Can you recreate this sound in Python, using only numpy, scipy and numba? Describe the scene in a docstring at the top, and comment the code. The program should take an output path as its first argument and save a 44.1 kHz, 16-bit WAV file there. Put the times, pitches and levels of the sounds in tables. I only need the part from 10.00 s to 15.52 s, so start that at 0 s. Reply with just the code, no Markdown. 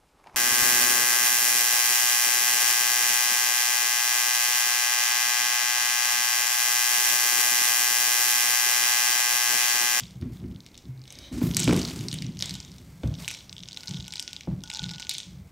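"""Claws and hard bits tick as a small dog noses a hollow rubber toy over the tiles, close under a mono phone.
Each tick is a millisecond contact ringing a body, a tone of its own and the air inside the toy.
The toy thumps and rolls, exciting low floor resonances, and slides as shaped noise; the dog sniffs once.
Dense echoes of a small hard room answer, over a quiet bed of low hum and hiss made from noise."""
import sys
import numpy as np
from scipy import signal
from scipy.fft import rfft, irfft
from scipy.io import wavfile
from scipy.ndimage import uniform_filter1d
from numba import njit

SR = 44100
rng = np.random.default_rng(int(sys.argv[2]) if len(sys.argv) > 2 else 0)


def file_out(sig):
    """Save sig as 16-bit WAV at sys.argv[1]."""
    # one column per channel
    cols = np.atleast_2d(sig).T
    # limit, then scale
    lim = np.clip(cols, -1, 1)
    pcm = np.round(lim * 32767).astype(np.int16)
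    wavfile.write(sys.argv[1], SR, pcm)


def nominal_scale(level):
    """Amplitude ratio for a level in decibels (scalar or array-like)."""
    x = np.asarray(level, float) / 20
    return 10 ** x


N = 243299  # samples in the scene


@njit
def svf(x, hz, width):
    """State-variable band-pass, a single resonance with gain 1 at its centre."""
    y, band, low = np.empty(len(x)), 0., 0.
    g, damping = np.tan(np.pi * hz / SR), width / hz
    for i in range(len(x)):
        v = (band + g * (x[i] - low)) / (1 + g * (g + damping))
        band, low, y[i] = 2 * v - band, low + 2 * g * v, damping * v
    return y


def twice(x, hz, width):
    """The same band-pass two times over, for steeper sides."""
    return svf(svf(x, hz, width), hz, width)


def ring(x, modes):
    """Sum of resonances (hz, width_hz, level_db), neighbours in opposite sign."""
    return sum((-1) ** k * nominal_scale(db) * svf(x + 1e-18, float(hz), float(width))
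               for k, (hz, width, db) in enumerate(modes))


def lowpass(x, top_hz):
    """Second-order roll-off above top_hz."""
    return signal.sosfilt(signal.butter(2, top_hz, fs=SR, output="sos"), x)


def unit(x):
    """Scale to rms 1."""
    return x / np.sqrt(np.mean(x ** 2))


def peak(x):
    """Scale to peak 1."""
    return x / np.max(np.abs(x))


def add(out, s, x):
    """Mix x into out from time s."""
    i = int(s * SR)
    out[i:i + len(x)] += x[:N - i]


def columns(table):
    """Table columns as curves over time."""
    s, *rest = np.transpose(table)
    return [np.interp(np.arange(N) / SR, s, c, left=c[0], right=c[-1]) for c in rest]


def coloured(points):
    """Noise of rms 1 with the given spectrum."""
    hz, db = np.transpose(points)
    bins = np.maximum(np.fft.rfftfreq(N, 1 / SR), 1)
    gain = nominal_scale(np.interp(np.log(bins), np.log(hz), db))
    return unit(irfft(rfft(rng.standard_normal(N)) * gain, N))


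def grains(rate, spread_db):
    """Random contacts, rate per second, a few much stronger than the rest."""
    struck = rng.random(N) < rate / SR
    return struck * rng.standard_normal(N) * nominal_scale(spread_db * rng.exponential(size=N))


def spells(start, hold, db, rise_s, fade_db_per_s, rest_db):
    """Level of overlapping spells, each a rise, a hold and a fade, over a resting level."""
    since = np.arange(N) / SR - start[:, None]
    faded = fade_db_per_s[:, None] * np.maximum(since - rise_s - hold[:, None], 0)
    gain = np.clip(since / rise_s, 0, 1) ** 2 * nominal_scale(db[:, None] - faded)
    return np.sqrt(np.sum(gain ** 2, axis=0) + nominal_scale(rest_db) ** 2)


# hum and hiss of the quiet room, relative spectrum: (pitch_hz, level_db per Hz)
ROOM_TONE_SPECTRUM = [(15, -37), (25, 1), (170, -4), (229, -10), (373, -14), (1480, -25), (1610, -22),
                      (1840, -29), (2160, -21.5), (3250, -40), (5000, -63), (8590, -37), (16000, -35)]


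def room_tone():
    """Steady noise, strongest in the bass."""
    return nominal_scale(-55.5) * coloured(ROOM_TONE_SPECTRUM)


# echoes of walls, furnishings and the floor nearby: (t60_s, level_db, top_hz)
ROOM_ECHOES = [(0.46, -8.5, 5940), (0.28, -25, 31000), (0.016, -8, 9400)]


def room(x):
    """Dense echoes of hard surfaces, each group with its own decay and its own top."""
    t, tail = np.arange(SR // 2) / SR, 0
    for t60_s, db, top_hz in ROOM_ECHOES:
        build_up = 1 - np.exp(-t / 0.0029)
        echoes = rng.standard_normal(len(t)) * nominal_scale(-60 * t / t60_s) * build_up
        echoes = lowpass(echoes, min(top_hz, .45 * SR))  # kept below half the sample rate
        tail = tail + nominal_scale(db) * echoes / np.linalg.norm(echoes)
    return x + signal.fftconvolve(x, tail)[:N]


# the dog's breath: (time_s, level_db, whistle_db)
BREATH = [(1.07, -60, -78), (1.14, -55, -64), (1.19, -56.5, -64), (1.25, -52, -48.5), (1.29, -57, -68),
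          (1.32, -68, -78)]
# resonances of the nose, relative levels: (pitch_hz, width_hz, level_db)
NOSE_MODES = [(577, 230, 3), (2180, 400, 0.5), (3300, 400, 5), (3900, 360, 5.5), (6300, 740, 3),
              (4500, 9000, -6.5)]
# narrowed nostrils, relative levels: (pitch_hz, width_hz, level_db)
WHISTLE_MODES = [(3080, 71, 0), (3900, 140, 0)]


def sniff():
    """Air rushing through the nostrils: noise in the nose's resonances, with a breathy whistle."""
    first_s, last_s = BREATH[0][0], BREATH[-1][0]
    inside = np.abs(np.arange(N) / SR - (first_s + last_s) / 2) < (last_s - first_s) / 2
    breath = sum(nominal_scale(db) * unit(ring(rng.standard_normal(N), modes))
                 for db, modes in zip(columns(BREATH), (NOSE_MODES, WHISTLE_MODES)))
    return inside * breath


# slides over the tiles: (start_s, hold_s, level_db, fade_db_per_s, air_db against the hiss)
SLIDE_SPELLS = [(-.03, 0.0035, -53, 102, -24), (0.308, 0.022, -59, 195, -6), (1.306, 0.15, -46, 96, -20),
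                (1.4, 0.027, -43.5, 122, -1.5), (1.423, 0.025, -49.5, 146, -1),
                (1.544, 0.31, -41.5, 55, -29), (1.9, 0.14, -53, 402, -7), (2.385, 0.023, -47.5, 71, -20),
                (2.615, 0.73, -61.5, 49, -10), (3.17, 0.025, -47.5, 75, -12), (3.742, 0.15, -58, 103, -8)]
# main hiss, relative spectrum: (pitch_hz, level_db per Hz)
SLIDE_SPECTRUM = [(700, 10), (1500, 8.5), (3000, 6.5), (5000, 8), (9000, 4), (12000, -1.5), (15500, -7)]
# airy part above about 10 kHz, relative spectrum: (pitch_hz, level_db per Hz)
AIR_SPECTRUM = [(8000, -38), (10500, 2), (13000, 2), (15500, -4)]


def sliding():
    """Hiss of rubber and fur over the tiles, catching unevenly."""
    start, hold, db, fade_db_per_s, air_db = np.transpose(SLIDE_SPELLS)
    rise_s = 0.025
    hiss = 0
    for share_db, rest_db, spectrum in ((0, -66.5, SLIDE_SPECTRUM), (air_db, -80.0, AIR_SPECTRUM)):
        level = spells(start, hold, db + share_db, rise_s, fade_db_per_s, rest_db)
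        hiss = hiss + level * coloured(spectrum)
    catching_db = 2.0 * unit(uniform_filter1d(rng.standard_normal(N), size=300))
    return hiss * nominal_scale(catching_db)


# spells of rolling weight: (start_s, hold_s, boom_db, deep_db and upper_db against the boom, fade_db_per_s)
ROLL_SPELLS = [(-.05, 0.023, -38, -3, -14.5, 121), (0.11, 0.23, -44, -8, -18, 122),
               (0.2, 0.04, -38.5, 1.5, -1.5, 121), (0.386, 0.094, -35, -9.5, -8.5, 112),
               (0.828, 0.055, -51, -1, -1.5, 120), (1.125, 0.37, -64, 9, 6, 124),
               (1.303, 0.14, -41.5, 7, 6.5, 124), (1.423, 0.23, -29.5, -31, -10, 119),
               (1.66, 0.1, -26, -5, -3, 95), (1.94, 0.11, -33, -17, -6, 193),
               (2.118, 0.16, -33.5, -11, -10, 146), (2.32, 0.21, -42, -4.5, -13, 122),
               (2.57, 0.71, -49.5, -4, -10.5, 124), (3.031, 0.081, -27, -4.5, -24, 900),
               (3.133, 0.034, -44.5, -6, -6.5, 133), (3.485, 0.12, -49, -7, -27, 122),
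               (3.879, 0.087, -36, -8.5, -16, 124), (4.335, 0.051, -55.5, 1.5, -25, 124),
               (4.47, 0.042, -32, -6.5, -13.5, 136), (4.794, 0.069, -37, -7, -17.5, 128),
               (5.257, 0.15, -44.5, -4, -36, 129)]
# floor and room, lowest resonances, relative levels: (pitch_hz, width_hz, level_db)
DEEP_MODES = [(62.4, 11.3, -1), (100.4, 17, -6)]
# boom of the floor, relative levels: (pitch_hz, width_hz, level_db)
BOOM_MODES = [(120.1, 16, -1.5), (159.2, 31.6, -2), (187.6, 17.3, -0.5)]
# resonances above the boom, relative levels: (pitch_hz, width_hz, level_db)
UPPER_MODES = [(237.8, 19.4, 8), (291.4, 52, 2.5), (354.5, 32, 0), (415, 20.6, -6.5), (530, 81, -22.5),
               (1060, 110, -39)]


def rolling():
    """The ridged toy bumps along and keeps the floor's resonances going."""
    start, hold, boom_db, deep_db, upper_db, fade_db_per_s = np.transpose(ROLL_SPELLS)
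    rise_s, rest_db = 0.015, -65
    parts = [unit(ring(grains(600, 1.5), modes)) for modes in (BOOM_MODES, DEEP_MODES, UPPER_MODES)]
    return sum(part * spells(start, hold, boom_db + share_db, rise_s, fade_db_per_s, rest_db)
               for part, share_db in zip(parts, (0, deep_db, upper_db)))


# blows of the toy on the floor: (start_s, level_db, slap_db and upper_db against it, slap_top_hz)
THUMP_BLOWS = [(0.2229, -30.5, -9.5, 0.5, 3000), (0.4398, -26, -19, -8, 3000),
               (1.319, -26.5, -15, -25, 3000), (1.4153, -24, -6.5, 3, 3000),
               (1.6768, -25.5, 10.5, 6.5, 4000), (1.684, -29, -8, 4, 1510), (1.6933, -31, 14.5, 9, 4000),
               (1.7099, -31.5, 2.5, 10, 4000), (1.7271, -34, 18, -4, 3000), (2.4242, -58, 21, 6, 3000),
               (3.0342, -23.5, -5, -3.5, 3480), (3.279, -64, 4, -2, 3000), (4.4737, -25, -6.5, -4.5, 610)]
# rubber wall of the toy, relative levels: (pitch_hz, width_hz, level_db)
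SKIN_MODES = [(399, 148, 4.5), (530, 177, 2.5), (640, 132, 2), (1072, 122, -5), (1490, 200, -10.5),
              (2800, 2000, -33)]


def thumps():
    """Soft rubber pushes the floor for about a millisecond, and its skin slaps."""
    out, t = np.zeros(N), np.arange(16384) / SR
    chance = rng.standard_normal((len(THUMP_BLOWS), len(t)))
    push = t * np.exp(-t / 0.00036)
    boom = peak(ring(push, DEEP_MODES + BOOM_MODES))
    upper = peak(ring(push, UPPER_MODES))
    for (s, db, slap_db, upper_db, top_hz), noise in zip(THUMP_BLOWS, chance):
        contact = (noise + 10.0 * (t == 0)) * (np.exp(-t / 0.002) + 0.12 * np.exp(-t / 0.011))
        scuff = svf(noise * np.exp(-t / 0.0034), 1900.0, 1200.0)
        slap = lowpass(ring(contact, SKIN_MODES) + 0.27 * scuff, top_hz)
        add(out, s, nominal_scale(db) * (boom + nominal_scale(upper_db) * upper + nominal_scale(slap_db) * peak(slap)))
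    return out


# knocks that leave one thin tone ringing: (start_s, level_db)
PING_KNOCKS = [(2.3715, -54), (2.4025, -44), (2.4245, -47)]


def pings():
    """One impulse each into a single narrow resonance."""
    out, t = np.zeros(N), np.arange(16384) / SR
    tone = peak(svf(1. * (t == 0), 2030.0, 27.0))
    for s, db in PING_KNOCKS:
        add(out, s, nominal_scale(db) * tone)
    return out


# a single soft bump: (start_s, level_db, pitch_hz, width_hz, push_s)
BUMP = (0.885, -30, 127, 7, 0.008)


def soft_bump():
    """A short push rings one low floor resonance."""
    out, t = np.zeros(N), np.arange(16384) / SR
    s, db, hz, width, push_s = BUMP
    push = np.sin(2 * np.pi * hz * t) * np.exp(-t / push_s)
    add(out, s, nominal_scale(db) * peak(svf(push, float(hz), float(width))))
    return out


# body of the hard bits, shared by rattle and ticks, relative levels: (pitch_hz, width_hz, level_db)
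BODY_MODES = [(2100, 600, -8), (3450, 1100, 0), (4480, 5200, 0.5), (5980, 6100, 0.5)]


def rattle(loud_ticks):
    """Small bits keep jostling for a moment after the large ones strike."""
    keep = np.exp(-1 / (0.03 * SR))  # 30 ms memory
    activity = np.sqrt(signal.lfilter([1 - keep], [1, -keep], loud_ticks ** 2))
    jostling = svf(grains(580, 0.84), 4850.0, 2700.0)
    return nominal_scale(-11.0) * activity * unit(ring(jostling, BODY_MODES))


# how hard the loose bits tumble between the clear ticks: (time_s, level_db before each tick's chance)
TUMBLING = [(0, -29), (.15, -53), (.5, -62), (.75, -42), (.9, -68), (1.3, -57), (1.5, -62), (1.62, -23.5),
            (1.9, -29), (2.05, -68), (2.15, -39), (2.36, -47), (2.45, -31), (2.7, -46), (2.95, -68),
            (3.25, -33.5), (3.4, -43), (3.5, -70), (3.6, -52), (3.8, -42.5), (4.2, -30), (4.4, -49),
            (4.55, -63), (4.75, -27), (5.15, -39), (5.3, -70)]


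def small_ticks():
    """Chance ticks, as strong as the tumbling, mostly low and dull."""
    count = 360
    when, size = rng.random((count, 2)).T
    pitch, sharp = rng.standard_normal((count, 2)).T
    s = when * N / SR
    db = np.interp(s, *np.transpose(TUMBLING)) - 3.5 * np.log(size + .1)
    hz = 3300 * np.exp(0.2 * np.abs(pitch))  # 3300 Hz is the lowest
    sharp_db = -23.5 + 6 * sharp
    return list(zip(s, db, hz, sharp_db))


# clear ticks of claws and loose bits: (start_s, level_db, pitch_hz, sharp_db of the bright edge against it)
CLEAR_TICKS = [(0.0054, -17, 5060, -7.5), (0.0388, -41, 4650, -28), (0.1082, -34, 3640, -11),
               (0.2129, -33.5, 4500, -12), (0.3714, -41.5, 3740, -39), (0.5137, -48.5, 3450, -31),
               (0.5467, -47, 3440, -36), (0.561, -40.5, 3360, -36), (0.605, -33, 4220, -15.5),
               (0.6638, -30.5, 3330, -10), (0.7334, -53, 3320, -21), (0.7437, -36.5, 3420, -15),
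               (0.7772, -27.5, 3560, -5.5), (0.8543, -44, 3720, -34), (0.9767, -48, 4200, -30),
               (0.9936, -47.5, 4300, -30), (1.0172, -39, 4400, -20), (1.039, -38, 4540, -13),
               (1.055, -36, 3380, -10), (1.078, -29, 3640, -10), (1.1045, -25, 6070, -14),
               (1.1246, -28.5, 3600, 0), (1.1544, -33, 3860, -19), (1.188, -27.5, 4840, -6),
               (1.512, -24, 3570, -18), (1.5376, -23, 3530, -20), (1.5467, -13.5, 5220, -8),
               (1.5683, -5.5, 4970, 2), (1.5768, -18, 4300, -14), (1.5945, -4.5, 5900, -5.5),
               (1.6014, -11, 6540, 0), (1.611, -31, 4300, -14), (1.6316, -15, 7000, -17),
               (1.6416, -21, 4550, 4), (1.6508, -24, 4400, -35), (1.677, -16.5, 2400, -13),
               (1.6824, -14.5, 3430, -8), (1.6932, -33, 2330, -8), (1.7098, -19.5, 2270, -25),
               (1.7262, -18.5, 2150, -6), (1.7324, -13.5, 6030, -7), (1.7643, -20, 2280, 2),
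               (1.7747, -18, 2240, -8), (1.7917, -14.5, 6450, -10), (1.7954, -16, 4200, -9),
               (1.8163, -17, 4370, -14), (1.8508, -16, 4280, -14), (1.9145, -29, 3730, -24),
               (1.9605, -25, 4300, -9), (1.9914, -26.5, 6200, -15), (2.0088, -23.5, 4100, -7),
               (2.0394, -30, 6000, -13), (2.0846, -13.5, 4100, -9), (2.1144, -21, 3750, -17),
               (2.1281, -15.5, 4320, -6.5), (2.141, -17.5, 4240, 0), (2.1869, -24, 4230, -26),
               (2.2222, -20.5, 4440, -10), (2.2655, -28, 5440, -27), (2.371, -28, 3660, -13),
               (2.3909, -18, 5100, -15), (2.4025, -20.5, 3500, -6), (2.4089, -17.5, 4800, -13),
               (2.4242, -7.5, 5900, -13), (2.4268, -25, 5130, -21), (2.4577, -14, 4800, -9),
               (2.4946, -15, 3780, -12.5), (2.5085, -18, 4300, -11), (2.5401, -18.5, 4500, -9),
               (2.553, -19.5, 3830, -16), (2.6025, -21, 4750, -16), (2.6493, -30, 6000, -28),
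               (2.7172, -31.5, 4630, -8), (2.783, -31, 4700, -13), (3.034, -36, 3230, -13),
               (3.0749, -33, 3500, -10), (3.1408, -28.5, 3540, -18), (3.152, -36, 3470, -30),
               (3.2016, -37, 3720, -17), (3.2236, -34, 4800, -12), (3.2465, -32, 3120, -20),
               (3.2584, -43, 4500, -10), (3.279, -17.5, 2350, -25), (3.279, -14, 4530, -9),
               (3.2846, -13, 3600, -5), (3.2974, -31, 2430, -20), (3.3048, -19, 2500, -7),
               (3.3126, -19, 2370, -5.5), (3.3398, -25, 5300, -17), (3.3484, -24, 2840, -10),
               (3.4074, -36, 3420, -37), (3.4951, -27, 3900, -30), (3.528, -23, 3600, -15),
               (3.566, -31, 3300, -40), (3.5814, -31, 3580, -45), (3.5914, -35, 3500, -31),
               (3.6042, -33.5, 3650, -39), (3.6276, -35, 3750, -46), (3.6344, -25.5, 3700, -22),
               (3.6571, -36, 3670, -30), (3.678, -27.5, 3670, -9), (3.6868, -23, 3760, -21),
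               (3.711, -35, 3570, -38), (3.72, -31, 3680, -28), (3.7306, -24.5, 4100, -12),
               (3.745, -30, 5230, -18), (3.7644, -32, 3770, -34), (3.7728, -21, 3830, -35),
               (3.7993, -42, 3750, -24), (3.8072, -27, 3960, -18), (3.8336, -23, 3950, -13),
               (3.8584, -28, 4320, -6), (3.8741, -23.5, 4060, -36), (3.8815, -18, 4160, -17),
               (3.8914, -21.5, 4170, -10), (3.91, -21.5, 4130, -21), (3.9374, -28, 3700, -31),
               (3.9444, -28, 3770, -38), (3.9644, -36, 3460, -38), (3.9714, -30, 3540, -37),
               (3.9809, -41, 3540, -35.5), (4.0008, -31, 3700, -35), (4.0064, -28, 3650, -25),
               (4.0507, -36, 3630, -36), (4.0724, -35, 3760, -30), (4.0807, -21.5, 3570, -6.5),
               (4.1046, -44, 4510, -14), (4.123, -20, 4400, -15), (4.1369, -21, 3150, -4),
               (4.157, -18, 4070, -10), (4.1959, -14, 3430, -10.5), (4.2014, -19, 5170, -4),
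               (4.2258, -19, 4900, -7.5), (4.278, -16, 3700, -14), (4.3312, -19, 3780, -12.5),
               (4.3474, -37, 4080, -21), (4.3648, -22, 3900, -42), (4.4087, -27.5, 3640, -35),
               (4.4343, -36, 4050, -34), (4.6059, -43, 3970, -25), (4.6372, -21, 3500, -9),
               (4.6593, -38, 3430, -21), (4.6755, -32, 3650, -20), (4.7009, -17.5, 3700, -16.5),
               (4.7146, -25, 3500, -25), (4.7374, -20, 3300, -4), (4.7481, -21.5, 5600, -20),
               (4.7714, -21.5, 3620, -16), (4.7864, -32, 3640, -35), (4.7938, -18, 3780, -22),
               (4.8298, -26, 4200, -5), (4.8416, -20, 3800, -19), (4.8864, -30.5, 3600, -33),
               (4.8924, -24.5, 3880, -33), (4.913, -24, 3600, -12), (4.9453, -35.5, 3400, -36),
               (4.9594, -36, 3350, -20), (4.9826, -25.5, 3250, -16), (4.991, -45, 3700, -27),
               (4.998, -19, 3900, -13), (5.0034, -23, 4570, -10), (5.0218, -23, 3740, -21),
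               (5.027, -23.5, 3300, -30), (5.069, -29, 3400, -28), (5.0937, -9.5, 4260, -4.5),
               (5.1098, -22, 4500, -18), (5.1125, -15.5, 4430, -12), (5.1392, -24.5, 3400, 3),
               (5.1454, -22.5, 3680, -31), (5.1509, -22.5, 3440, -40), (5.1824, -15, 3400, -7),
               (5.1974, -47, 3560, -28), (5.2021, -24, 3630, -35), (5.232, -29, 3670, -36)]
# how far the toy's opening faces up: (time_s, hollow_db against the tick)
OPENING_UP = [(0, -44), (3.7, -31.5), (3.85, -24), (4.15, -30), (4.35, -35.5), (4.65, -23), (4.95, -20.5),
              (5.1, -33), (5.5, -41)]
# air in the toy, relative levels: (pitch_hz, width_hz, level_db)
HOLLOW_MODES = [(870, 130, 0), (1470, 22, 12)]


def tick_body(contact, noise):
    """The contact rings the body, each bit being struck at another spot."""
    modes = [(hz * (1 + .05 * a), width, db + 2.5 * b)
             for (hz, width, db), a, b in zip(BODY_MODES, noise[-9:], noise[-5:])]
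    shaped = svf(svf(contact, 5160.0, 4140.0), 4200.0, 8800.0)
    return 0.52 * peak(ring(shaped, modes))


def hollow_knock(t, noise):
    """A short push rings the air in the toy; its opening is covered differently at every knock."""
    push, knock = np.exp(-t / 0.0004), 0
    detune = 1 + .005 * noise[-2:]
    for (hz, width, db), a, b in zip(HOLLOW_MODES, detune, noise[-12:]):
        # two filters make each resonance steep, so it stays dark between them
        knock = knock + nominal_scale(db + 3 * b) * svf(svf(push, hz * a, float(width)), hz * a, 380.0)
    return peak(knock)


def ticks():
    """A brief contact rings body, edge and hollow air (loud) and a tone of its own, heard close by only (near)."""
    loud, near, t = np.zeros(N), np.zeros(N), np.arange(2048) / SR
    rows = list(CLEAR_TICKS) + small_ticks()
    chance = rng.standard_normal((len(rows), len(t)))
    for (s, db, hz, sharp_db), noise in zip(rows, chance):
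        contact = noise * np.exp(-t / 0.0005) + 3. * (t == 0)
        body = tick_body(contact, noise)
        edge = peak(twice(noise * np.exp(-t / 0.00063) + 0.38 * (t == 0), 7470.0, 7500.0))
        hollow_db = np.interp(s, *np.transpose(OPENING_UP)) + 3 * noise[-14]
        knock = hollow_knock(t, noise)
        add(loud, s, nominal_scale(db) * (body + nominal_scale(sharp_db) * edge + nominal_scale(hollow_db) * knock))
        width = 1300.0 * hz / 3500  # higher tones die sooner
        tone = peak(twice(contact, float(hz), width))
        add(near, s, nominal_scale(db + 2.0) * tone / (1 + nominal_scale(sharp_db + 13.5)))  # sharp ones ring less
    return loud, near


def scene():
    """All sources in one room, the same in both channels; near tones, rolling and sliding stay dry."""
    loud, near = ticks()
    echoing = loud + rattle(loud) + thumps() + pings() + soft_bump() + sniff()
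    mono = near + room(echoing) + rolling() + sliding() + room_tone()
    return np.array([mono, mono])


def top_cut(x):
    """Nothing passes above the cut-off."""
    return signal.sosfilt(signal.butter(12, 16640, fs=SR, output="sos"), x)


def record(dry):
    """The phone's microphone loses the deepest bass and the top, dips near 1.5 and 10 kHz, lifts 2.1 kHz."""
    heard = signal.sosfilt(signal.butter(2, 48., "high", fs=SR, output="sos"), dry)
    heard = heard - 0.56 * np.array([svf(1. * c, 10310.0, 1800.0) for c in heard])
    lift = np.array([svf(1. * c, 2105.0, 147.0) for c in heard])
    dip = np.array([svf(1. * c, 1530.0, 560.0) for c in heard])
    heard = heard + 0.32 * lift - 0.2 * dip
    heard = signal.sosfilt(signal.ellip(8, .3, 20, 15780, fs=SR, output="sos"), heard)
    return top_cut(heard)


dry = scene()
out = record(dry)
file_out(out)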